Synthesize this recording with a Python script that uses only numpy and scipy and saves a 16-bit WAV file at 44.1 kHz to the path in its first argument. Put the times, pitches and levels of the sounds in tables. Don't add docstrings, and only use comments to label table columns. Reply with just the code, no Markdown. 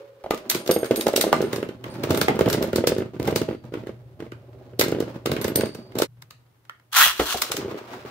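import sys
import numpy as np
from scipy import signal
from scipy.fft import rfft, irfft, next_fast_len
from scipy.io import wavfile
from scipy.ndimage import uniform_filter1d, map_coordinates

SR = 44100
rng = np.random.default_rng(int(sys.argv[2]) if len(sys.argv) > 2 else 0)


def dump_mix(stems):
    frames = np.atleast_2d(stems).T
    limited = np.clip(frames, -1, 1)
    pcm = np.round(limited * 32767).astype(np.int16)
    wavfile.write(sys.argv[1], SR, pcm)


def to_linear_factor(level_db):
    exponent = np.asarray(level_db, float) / 20
    return 10 ** exponent


N = 357210
CUT, FADE = 6.07, .1

# crest in seconds, peak in dB, pitch of the spot in Hz.
TUMBLE_BLOWS = [(.2442, -24.5, 650), (.2627, -19, 640), (.3096, -12, 440), (.3392, -16, 410),
                (.6937, -5, 470), (.7017, -6.5, 430), (.7134, -9, 483), (.764, -6.5, 470),
                (.832, -9.5, 438), (.911, -3, 438), (.9478, -18, 410), (1.0689, -5, 500),
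                (1.0874, -9.5, 600), (1.1386, -8.5, 493), (1.179, -9.5, 480), (1.1986, -14, 450),
                (1.2417, -9, 570), (1.2687, -12.5, 437), (1.3301, -7.5, 463), (1.3424, -12, 560),
                (1.4067, -9, 430), (1.4268, -11.5, 456), (1.5831, -18, 400), (1.6301, -13.5, 393),
                (7.1975, -14.5, 403), (7.2003, -10.5, 470), (7.2095, -24, 380), (7.217, -13.5, 380),
                (7.3455, -31, 415), (7.3602, -23.5, 545)]
# crest in
# seconds, peak in dB.
ATTACK_BLOWS = [(2.0941, -22), (2.1075, -9), (2.137, -19.5), (2.1767, -14), (2.2174, -12), (2.2846, -10),
                (2.2952, -13), (2.3929, -11), (2.4111, -3.5), (2.462, -10.5), (2.4789, -7), (2.5477, -10.5),
                (2.7337, -11.5), (2.7604, -9.5), (2.7843, -10.5), (2.8408, -7.5), (2.8744, -6),
                (2.9209, -9.5), (2.9656, -14), (3.0055, -16.5), (3.2781, -13.5), (3.3265, -12), (3.361, -10),
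                (3.4172, -10.5),
                (4.7953, -8.5), (4.814, -9), (4.883, -15), (4.9248, -8.5), (4.949, -14), (4.9868, -15.5),
                (5.006, -9.5), (5.259, -14), (5.274, -13), (5.3185, -12.5), (5.45, -11), (5.4815, -15.5),
                (5.5593, -14), (5.577, -14.5), (5.5974, -11.5), (5.6177, -18.5), (5.636, -9.5),
                (5.9868, -15), (6.0014, -8), (6.023, 0.5)]
# crest in seconds, peak in dB.
BURST_TAPS = [(0.5533, -14.5), (0.5645, -27.5), (0.5852, -26.5), (0.6643, -26.5), (0.6783, -25.5),
              (0.7266, -18.5), (0.7425, -23), (0.7786, -20.5), (0.7888, -23), (0.8043, -26), (0.8475, -23),
              (0.8563, -22.5), (0.9196, -11.5), (0.9269, -16), (0.9403, -23.5), (0.967, -24.5),
              (0.9788, -16.5), (0.988, -17.5), (0.997, -15), (1.0616, -18), (1.098, -19.5), (1.1614, -13),
              (1.2092, -18.5), (1.251, -20), (1.2569, -21.5), (1.2785, -15.5), (1.3207, -17.5),
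              (1.3673, -18.5), (1.3854, -22), (1.441, -13), (1.4485, -18), (1.4567, -23.5), (1.463, -23.5),
              (1.472, -22.5), (1.481, -21.5), (1.5338, -15), (1.5496, -25.5), (1.5642, -18.5),
              (1.6023, -24), (1.666, -29), (1.6925, -19)]
LATER_TAPS = [(2.04, -15), (2.0472, -28), (2.062, -28.5), (2.0736, -19.5), (2.116, -21), (2.1237, -20.5),
              (2.145, -10.5), (2.1838, -21), (2.2033, -24), (2.2332, -20), (2.2466, -19), (2.3018, -17),
              (2.309, -14.5), (2.3244, -20.5), (2.352, -20), (2.3674, -15.5), (2.426, -19), (2.4414, -20),
              (2.4869, -19.5), (2.4926, -20.5), (2.5146, -19), (2.5215, -19), (2.5359, -16),
              (2.5798, -13.5), (2.5985, -23), (2.6276, -14.5), (2.643, -13.5), (2.7689, -23), (2.7781, -20),
              (2.7934, -21.5), (2.8068, -15.5), (2.822, -23.5), (2.883, -25), (2.889, -23), (2.8973, -14),
              (2.9287, -25.5), (2.9846, -13), (3.0213, -17), (3.06, -25), (3.1462, -27), (3.1653, -28),
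              (3.1996, -13.5), (3.2205, -20.5), (3.247, -23.5), (3.2871, -14), (3.306, -29), (3.3718, -21),
              (3.4888, -14.5), (3.5113, -18), (3.5294, -20.5), (3.55, -24),
              (3.74, -18.5), (3.7547, -20), (3.774, -24), (3.8715, -22), (3.8941, -21), (4.2043, -24.5),
             (4.225, -23), (4.8056, -18.5), (4.83, -21.0), (4.8346, -18), (4.8424, -15.5), (4.8633, -17.5),
             (4.8956, -21), (4.907, -21), (4.963, -21), (4.974, -23), (5.0255, -15.5), (5.0377, -27),
             (5.079, -23.5), (5.2965, -16), (5.3045, -21), (5.3386, -16.5), (5.3535, -27), (5.3671, -16.5),
             (5.3858, -21), (5.4034, -23), (5.4153, -20.5), (5.5028, -19), (5.52, -20.5), (5.5878, -15),
             (5.659, -26), (5.6696, -20), (5.6937, -25), (5.9559, -18), (5.976, -25), (6.035, -30),
             (6.0483, -17), (7.5031, -27.0), (7.5144, -26), (7.5448, -23), (7.5768, -25.5), (7.5863, -22.5),
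             (7.5964, -23.5), (7.615, -28), (7.6283, -24), (7.6486, -21.5), (7.6591, -23.5), (7.6907, -26),
             (7.713, -25.5), (7.7222, -24), (7.7455, -22.5), (7.7549, -25), (7.772, -27),
              (1.844, -29), (1.867, -34), (3.136, -32), (3.723, -26.5), (3.837, -27), (4.266, -28.5),
              (4.324, -26.5), (4.735, -34), (5.753, -25), (7.682, -23), (7.815, -31), (7.968, -35.5),
              (8.051, -27.5), (8.058, -33)]
MIDDLE_HZ, TAP_HZ = 419, 383
LIGHT_HZ = 244
# centre in Hz, width in Hz, level in dB.
BOWL_MODES = [(76.4, 27, -2), (131, 71, 1.5), (231.6, 35, 3), (329, 96, -2.5), (383.3, 62, -1.5),
              (470, 64, -10), (560, 110, -7), (623, 40, -8.5), (641.4, 9, -1.5), (860, 110, -14.5)]
# centre in Hz, width in Hz, level in dB.
SHELL_MODES = [(970, 735, -2.5), (1290, 490, 5), (1501, 408, 3), (2096, 270, -3), (2890, 690, -8)]

# start in seconds, level in dB.
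TOP_DROPS = [
    (0.239, -43),
    (7.06, -37),
    (7.196, -25),
    (7.344, -34),
]
# centre in Hz, width in Hz, level in dB.
FLOOR_MODES = [(384, 14, 2.5), (438, 34, -1), (702, 140, 1)]

# start in seconds, peak in dB,
# plastic shell over the crack in dB.
RIM_CLASHES = [(.3082, -18, -0.5), (.4988, -4.5, -20), (.556, -15, -18), (.676, -15, -19.5),
               (.7117, -9, -12), (.9104, -21.5, -2.5), (.9598, -14, -13), (1.0101, -12, -10),
               (1.067, -14.5, -1), (1.0815, -13, -17.5), (1.1622, -2.5, -15.5), (1.2113, -2.5, -15),
               (1.3274, -25.5, 13.5), (1.4168, -20, -17), (1.5301, -17, -3), (1.5603, -19, -8),
               (1.6277, -38, 12), (1.6886, -38.5, 9), (1.8407, -35, 8),
               (2.036, -18.5, -2), (2.1067, -13.5, -5.5), (2.174, -16, -3.5), (2.2139, -6, -6.5),
                 (2.283, -22, 9.5), (2.391, -27, -2.5), (2.4084, -21, -5), (2.4592, -27.5, 6),
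                 (2.5003, -12, -7), (2.5288, -8, -10), (2.6262, -16.5, -7), (2.7305, -26, 1),
                 (2.7595, -10, -14), (2.872, -4, -11.5), (2.9816, -25.5, -10), (3.1982, -28, -3),
                 (3.274, -23.5, -1), (3.3598, -8, -8),
               (3.7389, -41, 14.5), (3.87, -41.5, 8), (4.2022, -45, 10), (4.3192, -43, 11),
                  (4.795, -4, -30), (4.917, -26.5, -8), (5.003, -21.5, -5), (5.2592, -15.5, -2),
                  (5.3165, -15.5, -3), (5.3646, -32.5, 12), (5.414, -23, -4), (5.4436, -13.5, -6.5),
                  (5.481, -23.5, -2), (5.5577, -10.5, -14.5), (5.609, -19.5, 1.5), (5.748, -29.5, -7),
                  (5.9198, -52, 11.5), (5.954, -30, -7.5), (5.987, -7, -13), (6.0199, -1.5, -5.5)]
# start in seconds, peak in dB.
GRAZES = [(0.501, -21), (3.277, -20), (2.393, -23), (0.5479, -13), (0.8447, -23.5), (0.8593, -24),
          (2.1473, -17), (2.5383, -18.5), (3.2534, -29), (3.416, -24.5), (4.811, -5.5), (4.8387, -18),
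          (7.207, -19), (0.345, -25), (0.376, -28.5), (.514, -14.5), (0.662, -26), (1.132, -25),
          (1.278, -27.5), (1.941, -36.5), (2.096, -30), (2.486, -20.5), (3.309, -27), (4.883, -21.5),
          (5.025, -37), (5.657, -26.5)]
# start in seconds, peak in dB, plastic in dB.
HANDLING_CLICKS = [
    (7.198, -25, 14.5),
    (7.3284, -14, -13.5),
    (7.3719, -17.5, -23),
    (7.4195, -3, -9.5),
    (7.5175, -7.5, -8),
    (7.5674, -11.5, -7),
]
# start in seconds, peak in dB, plastic in dB.
FITTING_CLICKS = [
    (6.2225, -30, -2.5),
    (6.3077, -29, -5.5),
    (6.6518, -49, 1.5),
    (6.6962, -39, 0),
    (6.7978, -56, 8),
]
# frequency in Hz, level in dB per Hz.
CRACK_TONE = [(1180, -36), (2000, -6), (3200, -4.5), (3680, 2), (10400, -8), (12400, -7), (14400, -8),
              (16000, -6.5)]

# start in seconds, level in dB.
LOOSE_RING_HITS = [
    (.56, -40),
    (.711, -25),
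    (.963, -30.5),
    (1.211, -36),
    (1.417, -51),
    (1.53, -49),
]
# start in seconds, level in dB.
HELD_RING_HITS = [(.499, -17), (1.164, -25.5), (1.211, -20.5), (2.14, -42), (2.174, -31), (2.213, -41),
                  (2.5, -30.5), (2.624, -35), (2.872, -33), (3.358, -41.5), (4.795, -21.5), (5.414, -36.5),
                  (5.478, -38), (5.558, -19), (5.986, -35)]
# start in seconds, level in dB.
RESTING_RING_HITS = [
    (1.9, -50.5),
    (3.358, -47.5),
    (5.75, -62),
    (5.558, -35.5),
]
# start in seconds, level in dB.
LAYER_SLAPS = [
    (.309, -20.5),
    (1.329, -17.5),
    (2.392, -28.5),
]
# start in seconds, level in dB.
DISC_WHACKS = [
    (2.283, -11.5),
    (3.277, -21.5),
]
# start in seconds, level in dB.
CASE_KNOCKS = [
    (6.685, -55),
    (6.6962, -33),
    (6.728, -59),
    (6.7494, -47),
    (6.7978, -55.5),
]
# frequency in Hz, level in dB, t60 in seconds.
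LOOSE_RING = [(4818, -17, .4), (6503, -16, .55), (8915, -6, .55), (11530, -4, .4), (12880, -5, .22),
              (14140, -16, .2)]
HELD_RING = [(6013, -14, .06), (8468, -12, .13), (9803, -10, .12), (12670, 0, .11), (14030, -3, .08)]
RESTING_RING = [(4554, -3, .5), (4613, -7, .9), (8829, 3, .3)]
LAYER_PARTIALS = [(830, 13, 0.0078), (1220, -3.5, 0.13), (1370, -18.5, 0.037)]
DISC_PARTIALS = [(778, 0.5, .07), (2043, -6.5, .04)]
CASE_PARTIALS = [(1303, -4, 0.034), (1854, -9, 0.027), (2120, -13, 0.024), (3200, -10.5, 0.013)]

# time in seconds, level in dB.
FREE_ROLL = [(0, -38.5), (.15, -49.5), (.45, -35.5), (1.2, -33.5), (1.78, -45), (3, -48), (4.05, -50.5),
             (4.3, -54), (4.55, -46), (6.06, -44), (6.1, -63), (6.9, -72), (7.3, -41), (7.68, -38),
             (7.84, -42.5), (7.95, -35.5), (8.01, -44.5), (8.1, -50)]
# start in seconds, length in seconds, level in dB.
BOUTS = [(0.534, 0.008, -15), (0.66, 0.01, -21.5), (0.717, 0.26, -31.5), (0.91, 0.087, -22.5),
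         (1.064, 0.15, -21.5), (1.185, 0.33, -15), (1.51, 0.14, -16.5), (1.855, 0.26, -18),
         (2.034, 0.19, -11), (2.299, 0.2, -11), (2.525, 0.16, -11), (2.771, 0.26, -18.5),
         (3.135, 0.015, -23), (3.221, 0.2, -13), (3.482, 0.016, -16), (3.636, 0.0055, -24.5),
         (3.726, 0.083, -23), (3.862, 0.028, -25.5), (4.192, 0.041, -25), (4.326, 0.0083, -37.5),
         (4.799, 0.35, -21.5), (5.298, 0.17, -15.5), (5.5003, 0.17, -20.5), (5.77, 0.054, -29),
         (5.953, 0.038, -13.5), (7.51, 0.15, -44), (7.875, 0.089, -34), (8.05, 0.0094, -26)]
GRIND_DB, SETTLE_S = -13, 0.33
SCRAPE_DB, NEW_TIP_DB = -19.5, 11.5
RATTLE_DB = -30.5
NOD_HZ, NOD_S, NOD_DB = 17, 4.557, 5
# frequency in Hz, level in dB per Hz.
SCRAPE_TONE = [(410, -29.5), (700, -7.5), (1150, -7), (1770, -13.5), (4380, -21), (9110, -34.5),
               (14600, -34.5), (16000, -28.5)]
# time in seconds, level in dB.
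WALL_CLIMB = [
    (7.84, -100),
    (7.9, -42),
    (7.96, -45),
    (8.04, -100),
]
# centre in Hz, width in Hz, level in dB.
WALL_MODES = [(830, 120, 1.5), (1400, 250, -4.5)]
LEDGE_MODES = [(430, 50, 1), (560, 25, 1.5)]
TIP_MODES = [(240, 35, -1), (378, 25, 2.5), (477, 42, -6), (604, 78, -4.5), (830, 20, -11),
             (1000, 35, -15.5)]

# time in seconds, level in dB, brightness in dB.
CORD_PULL = [
    (6.917, -49, -9),
    (6.932, -24, -6),
    (6.942, -26, -9.5),
    (6.965, -15.5, -6),
    (6.982, -10, -6.5),
    (7.005, -12, -5),
    (7.033, -14, -1),
    (7.085, -20.5, -6.5),
    (7.14, -39.5, -6),
]
# time in seconds, level in dB, brightness in dB.
FREEWHEEL = [
    (7.14, -42, -10),
    (7.2, -30.5, -9.5),
    (7.243, -31, -7),
    (7.262, -30.5, -7),
    (7.33, -23, -10),
    (7.365, -35, -13),
    (7.382, -27, -9),
    (7.41, -42, -1),
    (7.499, -37, -8),
]
# time in seconds, tooth rate in Hz, level over the rattle in dB.
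GEAR_WHINE = [
    (6.94, 1447, -22),
    (6.965, 1457, -6),
    (6.99, 1279, -13),
    (7.04, 1935, -4.5),
    (7.06, 2010, -40),
]
# time in seconds, level over the rattle in dB.
TOOTH_JOLTS = [
    (6.933, 13),
    (6.964, 17.5),
    (6.981, 19),
    (6.984, 16),
    (6.9898, 17),
    (6.998, 18),
    (7.0195, 24),
    (7.0334, 13),
    (7.062, 26),
]
# centre in Hz, width in Hz, level in dB.
LAUNCHER_MODES = [(1160, 630, 4.5), (1400, 910, -3.5), (2795, 700, -2), (3320, 210, -3), (3995, 330, -5.5),
                  (5790, 1300, -10.5)]
# frequency in Hz, left-right likeness.
GRIP_ALIKE = [(300, .15), (640, 0.95), (1400, 0.93), (2800, 0.12), (13000, .1)]

# frequency in Hz, t60 in seconds.
ROOM_DECAY = [(150, 0.53), (600, 0.12), (2500, 0.29), (8000, 0.25), (15000, 0.08)]
# frequency in Hz, level in dB.
ROOM_LEVEL = [(150, -12.5), (600, -7), (2500, -5), (8000, -8.5), (15000, -12)]
# frequency in Hz, left-right likeness.
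SCATTER_ALIKE = [(200, 0.88), (700, 0.14), (1500, 0.038), (2500, 0.016), (8000, 0.013), (13000, 0.66)]
# frequency in Hz, left minus right in dB.
PORT_BALANCE = [(100, -3.5), (350, -1.5), (700, -3), (1400, -1.5), (10000, -0.5)]
LAG = -3 / SR
SCENE_PAN_DB = 1.5

# frequency in Hz, level in dB per Hz.
AIR_TONE = [(24, -58), (40, -27.5), (86, -9.5), (124, -5), (209, -22), (310, -23), (7270, -44.5),
            (14500, -43.5)]
AIR_DB = -68
# time in seconds, level in dB.
MAINS_HUM = [
    (0, -66),
    (1.8, -46),
    (5.2, -46.5),
    (6.15, -50),
    (6.6, -63),
    (7.15, -64.5),
    (8.1, -50.5),
]


def unit(x):
    return x / np.sqrt(np.mean(x ** 2) + 1e-20)


def along(points, hz):
    f, v = np.transpose(points)
    return np.interp(np.log(hz + 1), np.log(f + 1), v)


def curves(rows):
    s, *columns = np.transpose(rows)
    return [np.interp(np.arange(N) / SR, s, column) for column in columns]


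def wobble(rate, size=N):
    knots = rng.standard_normal(int(size * rate / SR) + 4)
    return map_coordinates(knots, [np.arange(size) * rate / SR])


def lumps(shape, width):
    return unit(uniform_filter1d(rng.standard_normal(shape), width))


def filtered(x, response):
    size = next_fast_len(x.shape[-1] + SR // 4)
    spectrum = rfft(x, size) * response(np.fft.rfftfreq(size, 1 / SR))
    return irfft(spectrum, size)[..., :x.shape[-1]]


def above(corner_hz):
    return lambda hz: (1j * hz / (corner_hz + 1j * hz)) ** 2


def body(modes):
    def response(f):
        total = 0
        for k, (centre, width, db) in enumerate(modes):
            damping = 1j * f * abs(width)
            total = total + (-1) ** k * to_linear_factor(db) * damping / (centre * centre - f * f + damping)
        return total
    return response


def placed(times, rows):
    at = np.round(times * SR).astype(int)[:, None] + np.arange(rows.shape[-1])
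    return np.bincount(at.ravel(), rows.ravel(), N + SR)[:N]


def grains(per_s, spread_db):
    struck = rng.random(N) < per_s / SR
    size = struck * to_linear_factor(spread_db * np.minimum(rng.exponential(size=N), 4))
    return unit(size * rng.standard_normal((2, N)))


def diffuse(pair, alike=SCATTER_ALIKE):
    def spread(hz):
        turn = np.arccos(np.clip(along(alike, hz), -1, 1)) / 2
        return np.array([np.cos(turn), np.sin(turn)])
    mid, side = filtered(pair, spread)
    return np.array([mid + side, mid - side])


def thumps():
    def spot(rows, hz):
        return np.c_[rows, hz * np.exp(.08 * rng.standard_normal(len(rows)))]

    blows = np.r_[TUMBLE_BLOWS, spot(BURST_TAPS, TAP_HZ), spot(ATTACK_BLOWS, MIDDLE_HZ),
                  spot(LATER_TAPS, TAP_HZ)]
    s, db, hz = np.transpose(blows)[:, :, None]
    t = np.arange(SR // 30) / SR
    u = t * hz / np.where(s > 7.4, 1, 0.75)
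    dent = -to_linear_factor(db) * u ** 2 * np.exp(2 - 2 * u) * np.sin(2 * np.pi * hz * t)
    push = to_linear_factor(db + 16.5) * np.exp(-t / 0.00012) * rng.uniform(-1.48, 1.38, s.shape)
    edge = to_linear_factor(db - 5.5 - 60 * t / 0.033) * rng.standard_normal(u.shape)
    light = len(TUMBLE_BLOWS + BURST_TAPS)
    pushes = filtered(placed(s[:light, 0], push[:light]), above(LIGHT_HZ))
    pushes = pushes + placed(s[light:, 0], push[light:])
    touch = (s - 0.8 / hz)[:, 0]
    shell = filtered(placed(s[:, 0] - .001, edge), body(SHELL_MODES))
    return placed(touch, dent) + filtered(pushes, body(BOWL_MODES)) + shell


def drops():
    s, db = np.transpose(TOP_DROPS)[:, :, None]
    t = np.arange(SR // 8) / SR
    shake = placed(s[:, 0], to_linear_factor(db + 30.0 - 60 * t / 0.037) * rng.standard_normal((len(s), len(t))))
    table = placed(s[:, 0], to_linear_factor(db - 5.5 - 60 * t / 0.23) * np.sin(2 * np.pi * 62 * t))
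    bowl = filtered(filtered(shake, above(LIGHT_HZ)), body(BOWL_MODES))
    return bowl + to_linear_factor(0.5) * filtered(shake, body(FLOOR_MODES)) + table


def clashes(rows, rattle_db):
    s, db, plastic_db = np.transpose(rows)[:, :, None]
    t = np.arange(SR // 9) / SR
    rattle = to_linear_factor(rattle_db - 60 * t / 0.12 + 2.3 * lumps((len(s), len(t)), width=120))
    burst = (to_linear_factor(-60 * t / 0.0089) + rattle) * (1 - np.exp(-t / 0.00072))
    graze = 200
    burst[:, -graze:] = to_linear_factor(np.linspace(-34, -14, graze))
    burst = np.roll(burst, graze, axis=1)
    s = s - graze / SR

    def blows(level_db):
        noise = rng.standard_normal((2, len(s), len(t)))
        return np.array([placed(s[:, 0], row) for row in to_linear_factor(level_db) * burst * noise])

    crack = filtered(blows(db + 4.0), lambda hz: to_linear_factor(along(CRACK_TONE, hz)))
    return diffuse(crack + filtered(blows(db + plastic_db + 17.0), body(SHELL_MODES)))


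def struck(hits, partials):
    s, db = np.transpose(hits)[:, :, None]
    t = np.arange(round(.4 * SR)) / SR
    rocking = to_linear_factor(db + 3 * lumps((len(s), len(t)), width=250))
    waver = .15 * lumps(rocking.shape, width=300)
    ring = 0
    for hz, level, t60 in partials:
        strength = to_linear_factor(level - 60 * t / t60) * to_linear_factor(rng.normal(0, 2, (2, *s.shape)))
        beat = 1 + .3 * np.cos(2 * np.pi * 30 * rng.random(s.shape) * t)
        phase = hz * t + rng.random((2, *s.shape)) + waver
        ring = ring + strength * beat * np.sin(2 * np.pi * phase)
    return np.array([placed(s[:, 0], rocking * side) for side in ring])


def grinding():
    s, length, db = np.transpose(BOUTS)[:, :, None]
    t = np.arange(0, N / SR, .002)
    sounding = (t > s) * ((t < CUT) | (s > CUT))
    fall_db = 60 * np.clip(t - s - length, 0, 1) / SETTLE_S
    power = sounding * to_linear_factor(2 * (db + GRIND_DB - fall_db))
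    return np.interp(np.arange(N) / SR, t, power.sum(axis=0))


def rolling():
    t = np.arange(N) / SR
    free = to_linear_factor(2 * curves(FREE_ROLL)[0])
    bouts = grinding()
    new_top = t > CUT
    light = (abs(t - .97) < .33) | new_top
    throb = to_linear_factor(2.5 * wobble(45))

    def dull(hz):
        return hz / (hz + 400) / (1 + (hz / 900) ** 4)

    soft = filtered(grains(per_s=630, spread_db=4.5)[0] + 0.5 * rng.standard_normal(N), dull)
    smooth = unit(soft) + 2 * unit(filtered(rng.standard_normal(N), dull))
    nodding = abs(t - NOD_S) < .3
    nod = np.sqrt(throb) * to_linear_factor(NOD_DB * nodding * np.cos(2 * np.pi * NOD_HZ * (t - NOD_S)))

    on_ledge = t < TOP_DROPS[0][0]
    tip = np.where(on_ledge, filtered(smooth, body(LEDGE_MODES)), filtered(smooth, body(TIP_MODES)))
    chatter = np.sqrt(bouts * ~light) * unit(throb * filtered(soft, body(BOWL_MODES)))
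    chatter = chatter + np.sqrt(free + bouts * light) * unit(nod * tip)
    chatter = chatter + to_linear_factor(curves(WALL_CLIMB)[0]) * unit(throb * filtered(smooth, body(WALL_MODES)))

    scrape = filtered(grains(per_s=3400, spread_db=-3.5), lambda hz: to_linear_factor(along(SCRAPE_TONE, hz)) * (hz > 600))
    scrape_db = 10 * np.log10(free + bouts) + SCRAPE_DB + NEW_TIP_DB * new_top
    rattle = unit(filtered(grains(per_s=210, spread_db=18.0),
                           lambda hz: to_linear_factor(along(CRACK_TONE, hz)) + np.abs(body(SHELL_MODES)(hz))))
    out = to_linear_factor(-5.0) * chatter + to_linear_factor(scrape_db + 3.5) * unit(throb * diffuse(scrape))
    return out + to_linear_factor(RATTLE_DB) * np.sqrt(bouts) * diffuse(rattle)


def cord():
    pull = slice(round(CORD_PULL[0][0] * SR), round(FREEWHEEL[-1][0] * SR))
    db, bright_db = curves(CORD_PULL + FREEWHEEL[1:])
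    teeth = grains(per_s=1500, spread_db=1.4) + .55 * rng.standard_normal((2, N))
    for s, jolt_db in TOOTH_JOLTS:
        teeth[:, round(s * SR)] = to_linear_factor(jolt_db)
    teeth = filtered(filtered(teeth[:, pull], above(corner_hz=830)), above(corner_hz=830))

    tooth_hz, whine_db = curves(GEAR_WHINE)
    cycles = np.cumsum(tooth_hz) / SR + .12 * wobble(250)
    whine = to_linear_factor(whine_db + 3 * wobble(150)) * np.sin(2 * np.pi * cycles)

    case = 0
    for mode in LAUNCHER_MODES:
        case = case + to_linear_factor(2 * wobble(29.8, size=teeth.shape[1])) * filtered(teeth, body([mode]))
    case = unit(case)
    hollow = filtered(case, lambda hz: 1 - 0.45 * np.exp(-((hz - 2050) / 450) ** 2))
    freed = np.arange(N)[pull] > TOP_DROPS[2][0] * SR
    case = np.where(freed, hollow, case)

    hiss = unit(filtered(teeth, above(corner_hz=4140)))
    rattle = diffuse(case + to_linear_factor(bright_db[pull] + 3.5) * hiss, GRIP_ALIKE)
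    out = np.zeros((2, N))
    out[:, pull] = to_linear_factor(db + 0.5 + 0.84 * wobble(200))[pull] * (whine[pull] + rattle)
    return out


def room(x):
    out, step = np.zeros((2, N + SR)), SR // 4
    for a in range(0, N, step):
        hz, t, z = signal.stft(rng.standard_normal((2, SR // 2)), SR, nperseg=256)
        shape = to_linear_factor(-60 * t / along(ROOM_DECAY, hz)[:, None])
        shape /= np.linalg.norm(shape, axis=1, keepdims=True) * np.sqrt(128)
        shape *= to_linear_factor(along(ROOM_LEVEL, hz))[:, None]
        tail = signal.istft(z * shape, SR, nperseg=256)[1]
        answer = signal.fftconvolve(x[None, a:a + step], tail, axes=1)
        seconds = (a + np.arange(answer.shape[1])) / SR
        answer *= np.clip((CUT - seconds) / 0.026, a / SR > CUT, 1)
        out[:, a + 150:a + 150 + answer.shape[1]] += answer
    return diffuse(out[:, :N])


def background():
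    t = np.arange(N) / SR
    air = unit(filtered(rng.standard_normal((2, N)), lambda hz: to_linear_factor(along(AIR_TONE, hz)) * (hz > 200)))
    low = unit(filtered(rng.standard_normal((2, N)), lambda hz: to_linear_factor(along(AIR_TONE, hz)) * (hz <= 200)))
    hum = np.sqrt(2) * np.sin(2 * np.pi * 119.5 * t + 0.5 * wobble(12.0)) + to_linear_factor(-3.5) * diffuse(low)
    return to_linear_factor(AIR_DB) * diffuse(air) + to_linear_factor(curves(MAINS_HUM)[0] - 1.5) * hum


def scene():
    t = np.arange(N) / SR
    grazes = [(s, db, -3) for s, db in GRAZES]
    rims = clashes(RIM_CLASHES + grazes, rattle_db=-17.0)
    rims = rims + clashes(HANDLING_CLICKS, rattle_db=-18.5) + clashes(FITTING_CLICKS, rattle_db=-25.5)
    rings = struck(LOOSE_RING_HITS, LOOSE_RING) + struck(HELD_RING_HITS, HELD_RING)
    rings = rings + struck(RESTING_RING_HITS, RESTING_RING)
    plastic = struck(LAYER_SLAPS, LAYER_PARTIALS) + struck(CASE_KNOCKS, CASE_PARTIALS)
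    disc = struck(DISC_WHACKS, DISC_PARTIALS)
    near = thumps() + drops() + rims + rings + plastic + disc + rolling() + cord()
    near = near * np.where(t < CUT + FADE, np.clip((CUT - t) / FADE, 0, 1), 1)

    side = np.array([[1], [-1]])

    def ports(hz):
        return to_linear_factor(side * along(PORT_BALANCE, hz) / 2) * np.exp(-1j * np.pi * hz * side * LAG)

    direct = filtered(near * to_linear_factor(side * SCENE_PAN_DB / 2 * (t > CUT)), ports)
    return direct + room(near[0]) + background()


def band_limit(x):
    return signal.sosfilt(signal.butter(12, 16970, fs=SR, output="sos"), x)


def record(dry):
    held = dry / (1 + np.abs(dry) ** 8) ** (1 / 8)
    mix = filtered(held, lambda hz: np.clip((15850 - hz) / 200, 0, 1) ** 2)
    return band_limit(mix)


dry = scene()
out = record(dry)
dump_mix(out)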